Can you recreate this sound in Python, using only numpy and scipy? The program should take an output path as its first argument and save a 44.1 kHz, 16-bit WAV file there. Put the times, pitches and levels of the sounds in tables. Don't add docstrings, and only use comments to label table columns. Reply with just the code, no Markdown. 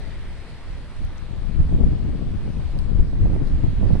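import sys
import numpy as np
from scipy import signal
from scipy.fft import rfft, irfft, next_fast_len
from scipy.io import wavfile
from scipy.ndimage import uniform_filter1d, map_coordinates

SR = 44100
rng = np.random.default_rng(int(sys.argv[2]) if len(sys.argv) > 2 else 0)


def invert_db(x):
    u = np.asarray(x, float) / 20
    return 10 ** u


def put_to_file(sound):
    columns = np.atleast_2d(sound).T
    safe = np.clip(columns, -1, 1)
    whole_steps = np.round(safe * 32767)
    wavfile.write(sys.argv[1], SR, whole_steps.astype(np.int16))


N = 176400

# time in seconds, level in dB.
SURF_LEVEL = [
    (0, -51.5),
    (.6, -53),
    (1.1, -53.5),
    (1.8, -54.5),
    (2.7, -54),
    (3.1, -55.5),
    (3.5, -54),
    (4, -53),
]
# frequency in Hz, level in dB per Hz.
SURF_LEFT_SPECTRUM = [(100, 13.5), (340, 7), (1000, 0.1), (1400, -2.5), (1900, -2.5), (2900, -6),
                      (4200, -4), (6300, -17)]
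SURF_RIGHT_SPECTRUM = [(100, 14), (340, 7), (1000, 1), (1900, -2), (2900, -5.5), (5000, -15.5),
                       (10000, -38.5), (15700, -52)]
# frequency in Hz, gain in dB.
LEFT_PORT_TREBLE = [(7300, -0.8), (8800, 1), (10300, -4), (12000, -19.5), (13500, -25), (15700, -35)]
# frequency in Hz, correlation from -1 to 1.
SURF_LIKENESS = [(60, 0.99), (450, 1), (1510, 0.88), (2260, 0.5), (3380, 0.45), (5060, -0.32),
                 (9000, -0.86)]
# centre in seconds, treble lift in dB, length in seconds.
RUSTLES = [
    (.49, 2, 0.063),
    (.97, 2, 0.089),
    (2.7, 2, 0.11),
    (3.35, 2, .06),
    (3.475, 3, 0.046),
    (3.6, 0.5, 0.024),
    (3.95, 0, .1),
]

# start in seconds, peak in dB, ring in Hz, second ring in Hz,
# share at the right port (negative where the case flexes the other way).
CASE_TICKS = [(1.0494, -35, 10800, 7800, -.7), (1.0496, -39, 5900, 9300, -1), (1.175, -37, 5600, 6900, -.5),
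              (1.1814, -31, 5800, 7200, -.5), (2.7812, -43, 9300, 12400, -.6),
              (2.7812, -46, 3600, 4200, -2), (2.7893, -25, 4800, 4400, -.6), (2.7892, -27, 3000, 2700, -1),
              (2.7889, -35, 8400, 10800, -.7), (2.7947, -35, 10600, 9200, -.6),
              (2.796, -32, 3300, 4600, -1.2), (1.6035, -60, 13500, 11500, 5),
              (3.2535, -60, 13500, 11500, 5), (3.4735, -34, 4500, 4900, 2.5),
              (3.4752, -39, 4500, 4200, 2.5), (3.695, -45, 9600, 10300, -.5),
              (3.7018, -44, 11300, 9500, -.5)]
# frequency in Hz, gain in dB.
CASE_RESPONSE = [(1500, -30), (2600, 0.1), (12000, -1), (15500, -10)]
# frequency in Hz, gain in dB.
CASE_TO_RIGHT = [(3000, -2), (4500, -14), (11000, -17)]

# centre in seconds, peak
# in dB, lobe in Hz.
SNAPS_LEFT = [
    (1.7268, -18.5, 334),
    (1.8367, -15.5, 354),
    (1.843, -1.5, 32.7),
    (2.155, -30, 300),
    (2.2153, -22.5, 330),
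    (3.0037, -20, 249),
    (3.6423, -19.5, 248),
]
SNAPS_RIGHT = [(1.6029, -1.5, 63.3), (1.753, -24, 300), (1.803, -20.5, 320), (3.1324, -19.5, 322),
               (3.2582, -14, 340), (3.261, -13, 40), (3.3643, -16.5, 332), (3.8304, -16, 364),
               (3.9056, -15, 400), (3.9327, -1.5, 64), (3.9539, -14.5, 400), (3.961, -18.5, 420)]
# centre in seconds, peak in
# dB, lobe in Hz.
BLOWS_LEFT = [
    (1.055, -14.5, 44.8),
    (1.617, -9.5, 60),
    (1.93, -13.5, 130),
    (2.35, -13.5, 139),
    (2.49, -13.5, 140),
    (2.99, -15.5, 140),
    (3.008, -4, 46),
    (3.42, -8, 85),
    (3.645, -4.5, 70),
    (4.001, -13.5, 30),
]
BLOWS_RIGHT = [
    (1.743, -14, 34.8),
    (1.877, -8.5, 45.7),
    (3.336, -14.5, 131),
    (3.685, -4.5, 63),
    (3.909, -9, 100),
    (4.003, -29, 30),
]

# time in seconds, strength in dB, small eddies over big ones in dB.
WIND_LEFT = [(0, -28, -18), (0.3, -30, -23), (0.62, -38.5, -14.5), (0.95, -33.5, -13), (1.28, -29, -16),
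             (1.5, -20, -12.5), (1.75, -20.5, -10.5), (2.05, -22, -5), (2.3, -26.5, -6), (2.43, -28, -13),
             (2.6, -25.5, -8.5), (2.72, -22, -16.5), (2.95, -14.5, -12.5), (3.08, -23, -11),
             (3.3, -23.5, -8), (3.5, -21.5, -11.5), (3.75, -23, -11.5), (4, -20, -12.5)]
WIND_RIGHT = [(0, -25, -27), (0.45, -44, -6), (0.9, -34.5, -16.5), (1.1, -34.5, -12.5), (1.3, -36.5, -6.5),
              (1.55, -32.5, -9.5), (1.63, -19.5, -17.5), (1.9, -19.5, -16.5), (2.0, -28, -11),
              (2.4, -28.5, -9), (2.7, -27, -15.5), (2.93, -22.5, -16), (3.1, -21.5, -11),
              (3.3, -18.5, -7.5), (3.43, -23.5, -9.5), (3.6, -26, -7), (3.85, -15, -12), (4, -23, -1.5)]
# centre in seconds, level over the wind in dB, length in seconds.
PUFFS_LEFT = [(0.07, 3, 0.088), (0.398, 4.5, 0.018), (0.53, 10.5, 0.026), (0.675, 4.5, 0.043),
              (0.728, 6.5, 0.1), (0.866, -2, 0.088), (1.046, 9, 0.06), (1.229, 14, 0.011),
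              (1.592, 7.5, 0.061), (1.76, 9, 0.048), (1.84, -7, 0.071), (2.06, -5.5, 0.084),
              (2.2, -4.5, .15), (2.354, 4, 0.066), (2.658, 5.5, 0.025), (2.8, 4, 0.049), (3.003, 7, 0.056),
              (3.24, 11.5, 0.11), (3.48, 5.5, 0.14), (3.653, 5.5, 0.028), (3.761, -1, 0.042)]
PUFFS_RIGHT = [(0.085, -7, 0.12), (0.314, 8.5, 0.18), (0.524, 6, 0.07), (0.718, 12.5, 0.15),
               (0.993, 7, 0.1), (1.07, 7.5, 0.11), (1.37, 7, 0.062), (1.52, -2, 0.091), (1.591, 5, 0.061),
               (1.64, 5, 0.037), (1.747, 9, 0.026), (1.85, -3, 0.071), (1.92, 5, 0.048), (2.075, 6, 0.11),
               (2.285, 9, 0.035), (2.39, 6.5, 0.042), (2.47, 3.5, 0.045), (2.759, 3, 0.046),
               (2.92, -7.5, 0.097), (3.0, 8.5, 0.048), (3.248, 5.5, 0.063), (3.541, 13.5, 0.047),
               (3.647, 2.7, 0.047), (3.941, 4, 0.24)]
# centre in seconds, level over the wind in dB, length in seconds.
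FLURRIES_LEFT = [(.25, -9, .08), (0.644, 1, 0.053), (1.04, 6, 0.022), (1.22, 7, 0.011), (1.322, 11, 0.048),
                 (1.494, 0.5, 0.04), (1.558, 5, 0.016), (1.737, 7.5, 0.039), (1.81, 8, 0.063),
                 (1.93, 2.5, .04), (2.074, 1.5, .04), (2.156, 4.5, 0.032), (2.219, 2, 0.043),
                 (2.285, 5.5, 0.022), (2.354, 8.5, 0.031), (2.491, 11, 0.055), (2.564, 9, 0.036),
                 (2.766, 7, 0.043), (3.002, 8, 0.016), (3.23, 9, 0.034), (3.273, 6, 0.043),
                 (3.37, 2, 0.035), (3.421, 9, 0.029), (3.489, 5, 0.057), (3.642, 12.5, 0.012),
                 (3.822, 5, 0.067), (3.878, 1, 0.02), (3.9, 3, 0.014)]
FLURRIES_RIGHT = [(1.016, 18, 0.031), (1.13, 8, 0.054), (1.602, 13.5, 0.044), (1.747, 7, 0.027),
                  (1.811, 10.5, 0.11), (1.867, 4, 0.013), (2.08, 3.5, 0.061), (2.21, 8, 0.05),
                  (2.34, -5, 0.068), (2.44, 7.5, 0.12), (2.634, 4, 0.036), (2.754, 10, 0.039),
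                  (2.94, -1, .08), (3.037, 10.5, 0.025), (3.346, 8.5, 0.062), (3.417, 4.5, 0.012),
                  (3.552, 6, 0.025), (3.596, 14, 0.023), (3.65, 7.5, 0.036), (3.75, -2.5, .08),
                  (3.831, 8, 0.05), (3.909, 5, 0.041), (3.948, 7, 0.035)]
# frequency in Hz, level in dB per Hz.
RUMBLE_SPECTRUM = [(4, -18), (12, 4), (22, 3), (60, -3), (110, -11), (250, -31), (1500, -120)]
# rate per second, lobe in Hz, level in dB, growth in dB per dB of wind.
EDDY_SIZES = [
    (300, 142, 2, 1.05),
    (420, 258, -5.5, 1.25),
    (486, 980, -26.5, 0.89),
]


def unit(x):
    return x / np.sqrt(np.mean(x ** 2, axis=-1, keepdims=True) + 1e-20)


def along(points, hz):
    point_hz, value = np.transpose(points)
    return np.interp(np.log(hz + 1), np.log(point_hz + 1), value)


def curves(rows):
    time_s, *columns = np.transpose(rows)
    return [np.interp(np.arange(N) / SR, time_s, column) for column in columns]


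def wobble(knots_per_s):
    return map_coordinates(rng.standard_normal(200), [np.arange(N) * knots_per_s / SR])


def filtered(x, response):
    size = next_fast_len(N + SR // 2)
    hz = np.fft.rfftfreq(size, 1 / SR)
    return irfft(rfft(x, size) * response(hz), size)[..., :N]


def swells(rows):
    t = np.arange(0, N + 64, 64) / SR
    rise_db = sum(db * np.exp(-(1.65 * (t - s) / length_s) ** 2) for s, db, length_s in rows)
    return np.interp(np.arange(N) / SR, t, rise_db)


def evened(x, share, seconds):
    size = int(seconds * SR)
    power = uniform_filter1d(uniform_filter1d(x ** 2, size), size)
    local = np.abs(power) + 1e-12
    return unit(x / local ** (share / 2))


def breakers():
    right_lag_s = 4e-5
    z = signal.stft(rng.standard_normal((2, N)), nperseg=512)[2]
    patches = uniform_filter1d(rng.standard_normal(z.shape[1:]), size=10, axis=0)
    patches = uniform_filter1d(patches, size=20, axis=1)
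    pair = signal.istft(z * invert_db(1.17 * patches / patches.std()), nperseg=512)[1][:, :N]

    def mid_side(hz):
        angle = np.arccos(np.clip(along(SURF_LIKENESS, hz), -1, 1)) / 2
        return np.array([np.cos(angle), np.sin(angle)])

    mid, side = filtered(pair, mid_side)
    lags_s = np.array([[0], [right_lag_s]])
    return filtered(np.array([mid + side, mid - side]), lambda hz: np.exp(-2j * np.pi * hz * lags_s))


def surf():
    top_hz, rustle_hz, trim_db = 15700, 4500, 9
    wash_hz, wash_width_hz, wash_db, wash_fade_s = 1950, 527, -55, 1.0
    level_db, = curves(SURF_LEVEL)
    both = breakers()

    def ports(hz):
        left_db = along(SURF_LEFT_SPECTRUM, hz) + along(LEFT_PORT_TREBLE, hz)
        return (hz < top_hz) * invert_db([left_db, along(SURF_RIGHT_SPECTRUM, hz)])

    hiss = filtered(both, ports)
    treble = filtered(hiss, lambda hz: 1 / (1 + (rustle_hz / (hz + 1)) ** 4))
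    hiss = hiss + (invert_db(swells(RUSTLES)) - 1) * treble
    wash = unit(filtered(both[:, ::-1], lambda hz: np.exp(-((hz - wash_hz) / wash_width_hz) ** 2)))
    fade = np.exp(-(np.arange(N) / SR / wash_fade_s) ** 2)
    return invert_db(level_db + trim_db) * hiss / hiss.std() + invert_db(wash_db) * fade * wash


def ticks():
    t60_s, rise_s = .0045, .0004
    both = np.zeros((2, N + SR))
    t = np.arange(SR // 50) / SR
    for s, db, hz, other_hz, right in CASE_TICKS:
        ring = np.sin(2 * np.pi * hz * t) + .6 * np.sin(2 * np.pi * other_hz * t)
        ring = ring + .2 * rng.standard_normal(len(t))
        slip = invert_db(db - 60 * t / t60_s) * (1 - np.exp(-t / rise_s)) * ring
        both[:, round(s * SR):][:, :len(t)] += slip * np.array([[1], [right]])

    def case(hz):
        near_db = along(CASE_RESPONSE, hz)
        return invert_db([near_db, near_db + along(CASE_TO_RIGHT, hz)])

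    return filtered(both[:, :N], case)


def snaps(rows):
    out = np.zeros(N + SR)
    t = np.arange(-800, 800) / SR
    for s, db, hz in rows:
        u = 2 * np.pi * hz * t
        lobe = (1 - .5 * u ** 2 - 0.33 * u) * np.exp(-u ** 2 / 2)
        out[round(s * SR) - 800:][:len(t)] -= invert_db(db) * lobe
    return out[:N]


def big_eddies(strength_db, puffs):
    push = filtered(rng.standard_normal(N), lambda hz: invert_db(along(RUMBLE_SPECTRUM, hz)))
    return invert_db(-0.14 + strength_db + swells(puffs)) * evened(push, 0.57, 0.02)


def small_eddies(flap_db, wide_db):
    ref_db, scatter_db = -30, 2.2
    out = np.zeros(N)
    for rate, lobe_hz, db, growth in EDDY_SIZES:
        chance, size, side = rng.random(N), rng.exponential(size=N), rng.standard_normal(N)
        kicks = (chance < rate / SR) * np.sign(side) * invert_db(scatter_db * size)
        lobes = filtered(kicks, lambda hz: (hz / lobe_hz) / (1 + (hz / lobe_hz) ** 2) ** 2.243)
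        level_db = ref_db + db + wide_db * (lobe_hz < 200)
        level_db = level_db + growth * (flap_db - ref_db) + 2.44 * wobble(21.997)
        out += invert_db(level_db) * evened(lobes, 1.0, 0.057)
    return out


def buffet(wind, puffs, flurries, wide_db):
    strength_db, small_db = curves(wind)
    push = big_eddies(strength_db, puffs)
    return push + small_eddies(strength_db + small_db + swells(flurries), wide_db)


def scene():
    left_flap_db = 3
    left = buffet(WIND_LEFT, PUFFS_LEFT, FLURRIES_LEFT, left_flap_db)
    left = left + snaps(SNAPS_LEFT) + snaps(BLOWS_LEFT)
    right = buffet(WIND_RIGHT, PUFFS_RIGHT, FLURRIES_RIGHT, -left_flap_db)
    right = right + snaps(SNAPS_RIGHT) + snaps(BLOWS_RIGHT)
    return np.array([left, right]) + surf() + ticks()


def band_limit(x):
    return signal.sosfilt(signal.butter(12, 15700, fs=SR, output="sos"), x)


def record(dry):
    mix = dry / (1 + np.abs(dry / 0.98) ** 5) ** (1 / 5)
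    return band_limit(mix)


dry = scene()
out = record(dry)
put_to_file(out)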